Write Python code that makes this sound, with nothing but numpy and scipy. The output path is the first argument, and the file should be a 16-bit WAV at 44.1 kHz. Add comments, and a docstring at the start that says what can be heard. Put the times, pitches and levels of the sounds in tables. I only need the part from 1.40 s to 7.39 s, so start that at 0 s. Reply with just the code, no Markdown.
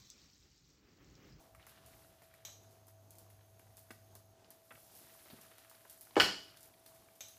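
"""A fan's drone with rushing air and the fizz of frying are heard first: pancakes in a pan on an induction hob.
The fan is tones on multiples of its turn rate over filtered noise; frying is noise with short ringing bursts.
The coil switches on with a ping of the pan, then hums and whines; fat spits, a spatula and fingers tap and rub.
Once a plastic utensil drops onto the worktop with a double clack: struck modes, cracks and rattle.
Decaying noise stands for the reflections of the hard-walled kitchen."""
import sys
import numpy as np
from scipy import signal
from scipy.fft import rfft, irfft
from scipy.io import wavfile

SR = 44100
rng = np.random.default_rng(int(sys.argv[2]) if len(sys.argv) > 2 else 0)


def attenuation_scalar(level_db):
    """Turn a level in dB into a linear amplitude multiplier (20 dB per decade)."""
    decades = np.asarray(level_db, float) / 20
    return 10 ** decades


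def to_wav(s):
    """Save 16-bit WAV."""
    ch = np.atleast_2d(s).T  # columns
    pcm = np.round(np.clip(ch, -1, 1) * 32767)  # PCM
    wavfile.write(sys.argv[1], SR, pcm.astype(np.int16))


N = 264067  # length in samples

# Reverberation time of the kitchen: (f/Hz, t60/s)
ROOM_T60 = [(80, 0.51), (400, 0.42), (1500, 0.37), (3000, 0.43), (4800, 0.49), (6500, 0.53), (11000, 0.34),
            (15000, 0.15)]
# Colour of the reflections at the start of the tail: (f/Hz, level/dB)
ROOM_COLOUR = [(80, 0.1), (200, -0.3), (400, -4.5), (1000, -1.2), (3000, -2.7), (5000, 2.6), (7000, -1),
               (15000, -2.5)]
ROOM_EDGES_HZ = 22.0 * 2 ** np.arange(0, 9.6, .5)  # half-octave bands
# Levels sent to the room; spits and taps are close, so they wake the kitchen less
ROOM_DB, NEAR_ROOM_DB, PING_ROOM_DB = -4.5, -4.5, -5

FAN_HZ = 27.28  # turns per s
# Tones of the cooling fan: (multiple of the turn rate, mean level/dB rms)
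FAN_TONES = [(4, -80.5), (21, -87.5), (22, -85), (23, -93), (24, -72.5), (25, -90), (27, -91), (28, -84.5),
             (36, -95.5)]
# Relative spectral density of the fan's rushing air: (f/Hz, level/dB per Hz)
AIR_SPECTRUM = [(15, -38.5), (25, -9.5), (107, -5), (246, -9.5), (331, -6), (523, -10.5), (598, -18),
                (648, -5.5), (804, -10), (2060, -29.5), (6380, -23), (8580, -28), (12200, -33.5),
                (13900, -32), (15500, -29.5)]
AIR_DB = -70.5  # mean level, dB rms

# Spells of coil power: (on t/s, off t/s, ping drive level/dB, mean hum level/dB rms)
COIL_SPELLS = [(1.0503, 2.956, -53.5, -66.5), (5.807, 6.2, -53, -74.5)]
HUM_HZ = 101  # twice the mains rate
# Pan modes that whine under power: (f/Hz, level/dB rms)
WHINE_MODES = [(6304, -89), (6503, -85.5), (11117, -87), (12317, -88), (13378, -83.5), (13894, -101)]
# Modes of the pan base before damping: (f/Hz, relative level/dB, t60/s)
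PAN_MODES = [(2490, -7, 0.16), (3217, -10, 0.31), (3740, -14, 0.046), (3720, -2, 0.076), (3980, -5, 0.5),
             (4280, -5, 0.095), (5050, -22, 0.093), (5900, -16, 0.12), (5940, -4, 0.18), (6220, 0.5, 0.26),
             (6550, -2.5, 0.47), (6800, -5, 0.1), (7680, -7, 0.32), (8900, -32, .3), (10330, -9, .1),
             (11300, -10, 0.07), (11680, 0, 0.094), (12700, -2, 0.084), (13350, -5, 0.17)]
PING_DAMPING = 7.5  # food and glass shorten the ring of the jolted pan by this factor
PING_CRACK_DB = 21.5  # gain of the broadband crack

# Frying and handling: (t/s, sizzle level/dB, spatula and finger rubbing level/dB, low rumble level/dB)
COOKING_LEVELS = [(0.0, -74, -78, -80), (0.18, -83, -78.5, -65), (0.25, -87, -66, -78),
                  (0.285, -80, -65.5, -67), (0.345, -78, -66, -74), (0.4, -80, -70.5, -68),
                  (0.55, -69.5, -72.5, -70.5), (1.0, -80, -74.5, -72), (1.498, -84, -81, -82),
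                  (2.0, -79.5, -80.5, -73), (2.55, -73.5, -79.5, -76), (2.9, -84, -82, -76),
                  (3.15, -83, -73, -85), (3.25, -72.5, -80.5, -88), (3.35, -65, -82, -90),
                  (3.6, -64.5, -73, -95), (3.9, -65.5, -67.5, -82), (4.1, -68, -69.5, -88),
                  (4.25, -70.5, -71.5, -84), (4.45, -69.5, -74, -87), (4.7, -67, -73.5, -91),
                  (5.1, -73.5, -69.5, -75), (5.301, -73, -75, -83.5), (5.601, -73, -76.5, -101),
                  (5.99, -70.5, -78.5, -83)]
# Relative spectral density of the fizz: (f/Hz, level/dB per Hz)
SIZZLE_SPECTRUM = [(2500, -3.5), (5000, 3), (8000, 2), (11500, 5.5), (14000, 5), (15400, -0.5)]
# Relative spectral density of the rubbing: (f/Hz, level/dB per Hz)
RUB_SPECTRUM = [(500, -17), (1000, -7.5), (1300, -4), (1700, -4), (2200, -7), (3000, -6.5), (4000, -8.5),
                (7000, -18.5)]
# Tiny bubbles in the fat: (from f/Hz, to f/Hz, cycles in a t60, nominal rate per s, level/dB against the fizz)
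CRACKLE_POPS = (9501, 14700.5, 39, 352, -3.5)
# The edge catches on the pan: (from f/Hz, to f/Hz, cycles in a t60, nominal rate per s, level/dB against rubbing)
RUB_TICKS = (1102, 4501, 13, 119.5, -5)

# Fat spits: (t/s, peak level/dB)
SPIT_EVENTS = [(0.149, -48), (0.267, -39), (0.2927, -47), (0.462, -41.5), (0.821, -50.5), (0.835, -50),
               (0.94, -48), (1.232, -57), (1.31, -49), (1.469, -46), (1.482, -47), (1.707, -40.5),
               (1.754, -48), (1.7845, -39.5), (1.901, -45), (2.1934, -49.5), (2.37, -37), (2.5088, -41),
               (2.7524, -38), (3.105, -36.5), (3.5164, -61), (3.552, -42), (3.9, -48), (4.013, -41),
               (4.183, -43), (4.2977, -39.5), (4.4982, -36), (4.61, -38), (5.171, -42), (5.2074, -42.5),
               (5.23, -40), (5.462, -37), (5.547, -49), (5.755, -50), (5.801, -56), (5.8845, -38.5)]
SPIT_HZ, SPIT_SPREAD = 11690, 0.07  # nominal pitch, and its scatter as a share
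FLARE_DB, FLARE_T60_S = -24.5, 0.21  # fizz after a spit: level against the spit's peak, decay
# Taps on the pan: (t/s, peak level of the upper burst/dB, pitch f/Hz, low knock level/dB against that peak)
TAP_EVENTS = [(0.1483, -50.5, 1490, -30), (0.196, -55, 1490, -21), (0.202, -56.5, 1710, -20),
              (0.2668, -51.5, 1460, -8), (0.62, -60, 1330, -14), (0.819, -61, 1460, 6),
              (0.939, -55, 1540, -20), (1.084, -58, 1000, 8.5), (1.4803, -62, 1120, 5),
              (1.7855, -61, 5850, -22), (1.9016, -62, 2300, 1), (2.0084, -61.5, 2800, -1),
              (2.195, -56.5, 1980, -5), (2.267, -64.5, 1700, -10), (2.304, -67, 1500, -4),
              (2.378, -61, 2540, 1), (2.5056, -43, 1780, -2.5), (2.5057, -50, 4860, -18),
              (2.5106, -46.5, 2330, -2), (2.753, -53, 4280, -2.5), (3.045, -56, 3400, -24),
              (3.307, -47.5, 1700, -11), (3.3105, -50.5, 2120, -2), (3.314, -46.5, 1200, -20),
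              (3.3203, -52, 1600, -11), (3.3767, -56, 800, -4), (3.3539, -52, 1830, -10),
              (3.858, -56.5, 3000, 3.5), (3.9013, -49, 2800, -3), (3.908, -50.5, 2850, -3),
              (3.986, -53, 1490, 0), (4.06, -60, 1080, 0), (4.115, -56, 2000, 2), (4.138, -64, 2400, -3),
              (4.1828, -55.5, 1710, -4), (4.247, -54.5, 1690, -18), (4.313, -52.5, 1170, -18),
              (4.3484, -58, 1520, -6), (4.408, -59, 2000, -10), (4.4506, -54, 1450, 0),
              (4.497, -55, 4570, -11), (4.67, -55, 1440, -18), (4.708, -54, 2940, -2.5),
              (5.1707, -52, 3910, -18), (5.2496, -60, 1120, -23), (5.3388, -55, 2660, -20),
              (5.4615, -53.5, 3316, -5.5), (5.685, -57, 1550, -2.5), (5.9684, -59, 2070, -13.5)]
# Soft bumps through the worktop: (t/s, peak level/dB, pitch f/Hz, length/s)
BUMP_EVENTS = [(3.31, -58.5, 80, 0.062), (3.914, -47.5, 131, 0.047), (4.765, -34.5, 129, 0.069),
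               (4.8, -38.5, 80, 0.06)]

# Bounces of the dropped utensil; first the handle lands flat, then the blade's edge:
# (t/s, level/dB, contact passes from f/Hz, to f/Hz)
BOUNCES = [(4.7567, -37, 700, 3970), (4.7586, -41, 600, 4500), (4.764, -36.5, 496, 3030),
           (4.766, -18, 192.5, 657), (4.7688, -25, 900, 2570), (4.7716, -23, 201, 724),
           (4.7763, -20.5, 248.4, 744), (4.7995, -11.5, 1000, 4350), (4.8023, -14.5, 1100, 3900),
           (4.805, -13.5, 1100, 4020), (4.812, -19.5, 203, 3200), (4.819, -22, 400, 3000)]
# Modes of utensil and worktop: (f/Hz, relative level/dB before scatter, t60/s)
UTENSIL_MODES = [(168, -12, 0.028), (282, -7.5, 0.018), (400, 0.5, 0.015), (625, -8.5, 0.016),
                 (1000, -11, 0.015), (1200, 0.5, 0.012), (1484, 2, 0.015), (1780, 1.5, 0.017),
                 (2250, 3, 0.015), (2550, -2, 0.014), (2950, 6, 0.023), (3270, 0, 0.015), (4240, 0, 0.0062),
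                 (5000, 3.5, 0.0063)]
MODE_SCATTER_DB = 2.0  # every bounce strikes another spot
RATTLE_DB, RATTLE_TOP_HZ = -20, 5360  # loose clatter after each bounce
SPLASH_DB = -30.5  # bright top of the clatter

MIC_LOW_HZ = 54.5  # the microphone loses the bass below
TOP_CUT_HZ = 15650  # steep upper band limit of the sound


def at_hz(points, hz):
    """Interpolation: reads a table on a logarithmic frequency axis."""
    table_hz, values = np.array(points).T[:2]
    return np.interp(np.log(hz), np.log(table_hz), values)


def rms_one(x):
    """Normalisation: scales to rms 1."""
    return x / np.sqrt(np.mean(x ** 2) + 1e-20)


def drift(rate):
    """Slow random modulation: lines join normal random knots of spread 1, 2 * rate of them per s."""
    knots = rng.standard_normal(int(N / SR * rate * 2) + 3)
    return np.interp(np.arange(N) / SR * rate * 2, np.arange(len(knots)), knots)


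def band(x, low, high):
    """Band limiting: a Butterworth band-pass."""
    return signal.sosfilt(signal.butter(2, [low, min(high, .45 * SR)], "band", fs=SR, output="sos"), x)


def coloured(x, spectrum):
    """Spectral shaping: weights a flat signal by frequency, rms 1."""
    hz = np.maximum(np.arange(N // 2 + 1) * SR / N, 1)
    return rms_one(irfft(rfft(x) * attenuation_scalar(at_hz(spectrum, hz)), N))


def ring(x, hz, t60):
    """Damped resonance: a unit click sets a sine of initial height 1 ringing."""
    radius, angle = attenuation_scalar(-60 / (t60 * SR)), 2 * np.pi * hz / SR
    return signal.lfilter([0, np.sin(angle)], [1, -2 * radius * np.cos(angle), radius * radius], x + 1e-18)


def add(out, s, sound):
    """Superposition: mixes a short sound in at s seconds."""
    i = round(s * SR)
    out[i:i + len(sound)] += sound[:N - i]


def grains(per_s, spread_db):
    """Random impulses of either sign: mostly small, a few large."""
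    sizes = attenuation_scalar(spread_db * np.minimum(rng.exponential(1, N), 5)) * rng.choice([-1, 1], N)
    return sizes * (rng.random(N) < per_s / SR)


def pops(low_hz, top_hz, cycles, per_s, db):
    """Clumped random excitation: tiny bursts each ring briefly at one of twelve pitches."""
    clicks = grains(per_s * attenuation_scalar(4.0 * drift(15)), spread_db=2.6)
    dealt = rng.integers(0, 12, N)
    pitches = np.geomspace(low_hz, top_hz, num=12)
    rings = sum(ring(clicks * (dealt == k), hz, cycles / hz) for k, hz in enumerate(pitches))
    return attenuation_scalar(db) * rms_one(rings)


def burst(hz, width, t60, rough):
    """Transient excitation: a click plus dying noise around one pitch, peak 1."""
    t = np.arange(2600) / SR
    push = rough * rng.standard_normal(len(t)) * attenuation_scalar(-60 * t / t60)
    push[0] += 1
    sound = band(band(push, hz / width, hz * width), hz / width, hz * width)
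    return sound / np.abs(sound).max()


def kitchen(x):
    """Diffuse reverberation: dense reflections as noise that starts after 3 ms and dies band by band."""
    t = np.arange(SR // 2 + SR // 4) / SR
    white = rng.standard_normal((2, len(t)))
    tail = np.zeros(len(t))
    for k, (low, high) in enumerate(zip(ROOM_EDGES_HZ, ROOM_EDGES_HZ[1:])):
        centre = np.sqrt(low * high)
        level_db = at_hz(ROOM_COLOUR, centre) - 60 * t / at_hz(ROOM_T60, centre)
        tail += band(white[k % 2], low, high) * attenuation_scalar(level_db)
    tail *= np.clip((t - .003) / 0.0041, 0, 1)
    return signal.fftconvolve(x, tail / np.sqrt(np.sum(tail ** 2)))[:N]


def fan():
    """Periodic rotation: wavering tones on multiples of the turn rate over rushing air."""
    turn = 2 * np.pi * FAN_HZ * np.arange(N) / SR
    tones = np.zeros(N)
    for multiple, db in FAN_TONES:
        height = np.sqrt(2) * attenuation_scalar(db + 1.76 * drift(6.3))
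        tones += height * np.sin(round(multiple) * turn + rng.uniform(0, 6.47))
    air = attenuation_scalar(AIR_DB + 2.9 * drift(3.3)) * coloured(rng.standard_normal(N), AIR_SPECTRUM)
    return tones + air


def coil():
    """Forced vibration: the field shakes the pan at twice the mains rate and keeps high modes whining."""
    t, out = np.arange(N) / SR, np.zeros(N)
    beat = np.sin(2 * np.pi * HUM_HZ * t)
    shake = (1 + 0.31 * beat) * rng.standard_normal(N)
    whine = sum(attenuation_scalar(db) * rms_one(ring(shake, hz, t60=0.035)) for hz, db in WHINE_MODES)
    for on, off, _, hum_db in COIL_SPELLS:
        powered = np.clip((t - on) / 0.016, 0, 1) * np.clip((off - t) / 0.034, 0, 1)
        hum = np.sqrt(2) * attenuation_scalar(hum_db + 1.8 * drift(3.47)) * beat
        out += powered * (hum + whine)
    return out


def ping():
    """Modal excitation: at switch-on the field jolts the pan, which rattles on the glass and rings."""
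    jolt, t = np.zeros(N), np.arange(SR // 2) / SR
    for on, _, db, _ in COIL_SPELLS:
        decay = attenuation_scalar(-16.0 - 60 * t / 0.023) + attenuation_scalar(-24 - 60 * t / 0.38)
        add(jolt, on, attenuation_scalar(db) * rng.standard_normal(len(t)) * decay)
    crack = attenuation_scalar(PING_CRACK_DB) * band(jolt, 2300, 7100)
    return crack + sum(attenuation_scalar(db) * ring(jolt, hz, t60 / PING_DAMPING) for hz, db, t60 in PAN_MODES)


def bumps():
    """Low-frequency conduction: humps of low noise come through the worktop."""
    out = np.zeros(N)
    for s, db, hz, length in BUMP_EVENTS:
        count = int(length * SR)
        hump = np.r_[np.hanning(count), np.zeros(count)]
        lump = band(rng.standard_normal(2 * count) * hump, hz / 2, hz * 2.5)
        add(out, s, attenuation_scalar(db) * lump / np.abs(lump).max())
    return out


def taps():
    """Impact: a dull burst with a knock of the pan's low body."""
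    out = np.zeros(N)
    for s, db, hz, knock_db in TAP_EVENTS:
        tap = burst(hz, width=1.684, t60=0.03, rough=0.82)
        knock = attenuation_scalar(knock_db) * burst(480, width=3.0, t60=0.039, rough=0.28)
        add(out, s, attenuation_scalar(db) * (tap + knock))
    return out


def spits():
    """Sudden pressure release: bursting steam pockets snap brightly."""
    out = np.zeros(N)
    for s, db in SPIT_EVENTS:
        hz = SPIT_HZ * (1 + SPIT_SPREAD * rng.uniform(-0.92, 1))
        add(out, s, attenuation_scalar(db) * burst(hz, width=1.94, t60=0.0082, rough=0.18))
    return out


def cooking():
    """Stochastic excitation: crackling fizz that flares after each spit, gritty rubbing and rumble."""
    times, *levels = np.transpose(COOKING_LEVELS)
    sizzle, rub, rumble = [attenuation_scalar(np.interp(np.arange(N) / SR, times, db)) for db in levels]
    flare = np.zeros(N)
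    for s, db in SPIT_EVENTS:
        add(flare, s, attenuation_scalar(db + FLARE_DB - 60 * np.arange(SR) / SR / FLARE_T60_S))
    fizz = coloured(rng.standard_normal(N), SIZZLE_SPECTRUM) + pops(*CRACKLE_POPS)
    frying = (sizzle * attenuation_scalar(0.83 * drift(6.0)) + flare) * fizz
    grit = rng.standard_normal(N) + 0.6 * rms_one(grains(400 * attenuation_scalar(3.0 * drift(16)), spread_db=2.2))
    scrape = coloured(grit, RUB_SPECTRUM) + pops(*RUB_TICKS)
    rubbing = rub * attenuation_scalar(2.2 * drift(17)) * scrape
    low = rms_one(band(rng.standard_normal(N), 45.26, 125))
    return frying + rubbing + rumble * attenuation_scalar(1.2 * drift(2.07)) * low


def drop():
    """Modal impact: each bounce cracks, rattles and strikes, unequally, the modes its contact passes."""
    out, t = np.zeros(N), np.arange(5000) / SR
    for s, db, low_hz, high_hz in BOUNCES:
        click = band(1. 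* (t == 0), low_hz, high_hz)
        modes = np.zeros(len(t))
        for k, (hz, level_db, t60) in enumerate(UTENSIL_MODES):
            strength = attenuation_scalar(level_db + MODE_SCATTER_DB * rng.standard_normal())
            modes += strength * (-1) ** k * ring(click, hz, t60)
        crack = band(rng.standard_normal(len(t)) * attenuation_scalar(-60 * t / 0.0097), low_hz, high_hz)
        crack = band(crack, low_hz / 1.43, high_hz * 1.47)
        rattle = band(rng.standard_normal(len(t)) * attenuation_scalar(RATTLE_DB - 60 * t / 0.224), 720, RATTLE_TOP_HZ)
        splash = band(rng.standard_normal(len(t)) * attenuation_scalar(SPLASH_DB - 60 * t / 0.24), high_hz, 4 * high_hz)
        # modes and crack have equal peaks
        bounce = modes / np.abs(modes).max() + crack / np.abs(crack).max() + rattle + splash
        add(out, s, attenuation_scalar(db) * bounce)
    return out


def scene():
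    """Superposition: sudden sounds wake the kitchen; steady ones already carry it."""
    near, fall, jolts = spits() + taps() + bumps(), drop(), ping()
    room = attenuation_scalar(ROOM_DB) * kitchen(fall + attenuation_scalar(NEAR_ROOM_DB) * near + attenuation_scalar(PING_ROOM_DB) * jolts)
    return (near + fall + jolts + room + coil() + cooking() + fan())[None]


def top_cut(x):
    """Nothing passes above the cut-off."""
    return signal.sosfilt(signal.butter(12, 16220, fs=SR, output="sos"), x)


def record(dry):
    """Band limitation: the microphone loses the deep bass; a separate steep filter then cuts the top."""
    bass_cut = signal.sosfilt(signal.butter(2, MIC_LOW_HZ, "high", fs=SR, output="sos"), dry)
    mix = signal.sosfilt(signal.cheby2(16, 50, TOP_CUT_HZ, fs=SR, output="sos"), bass_cut)
    return top_cut(mix)


dry = scene()
out = record(dry)
to_wav(out)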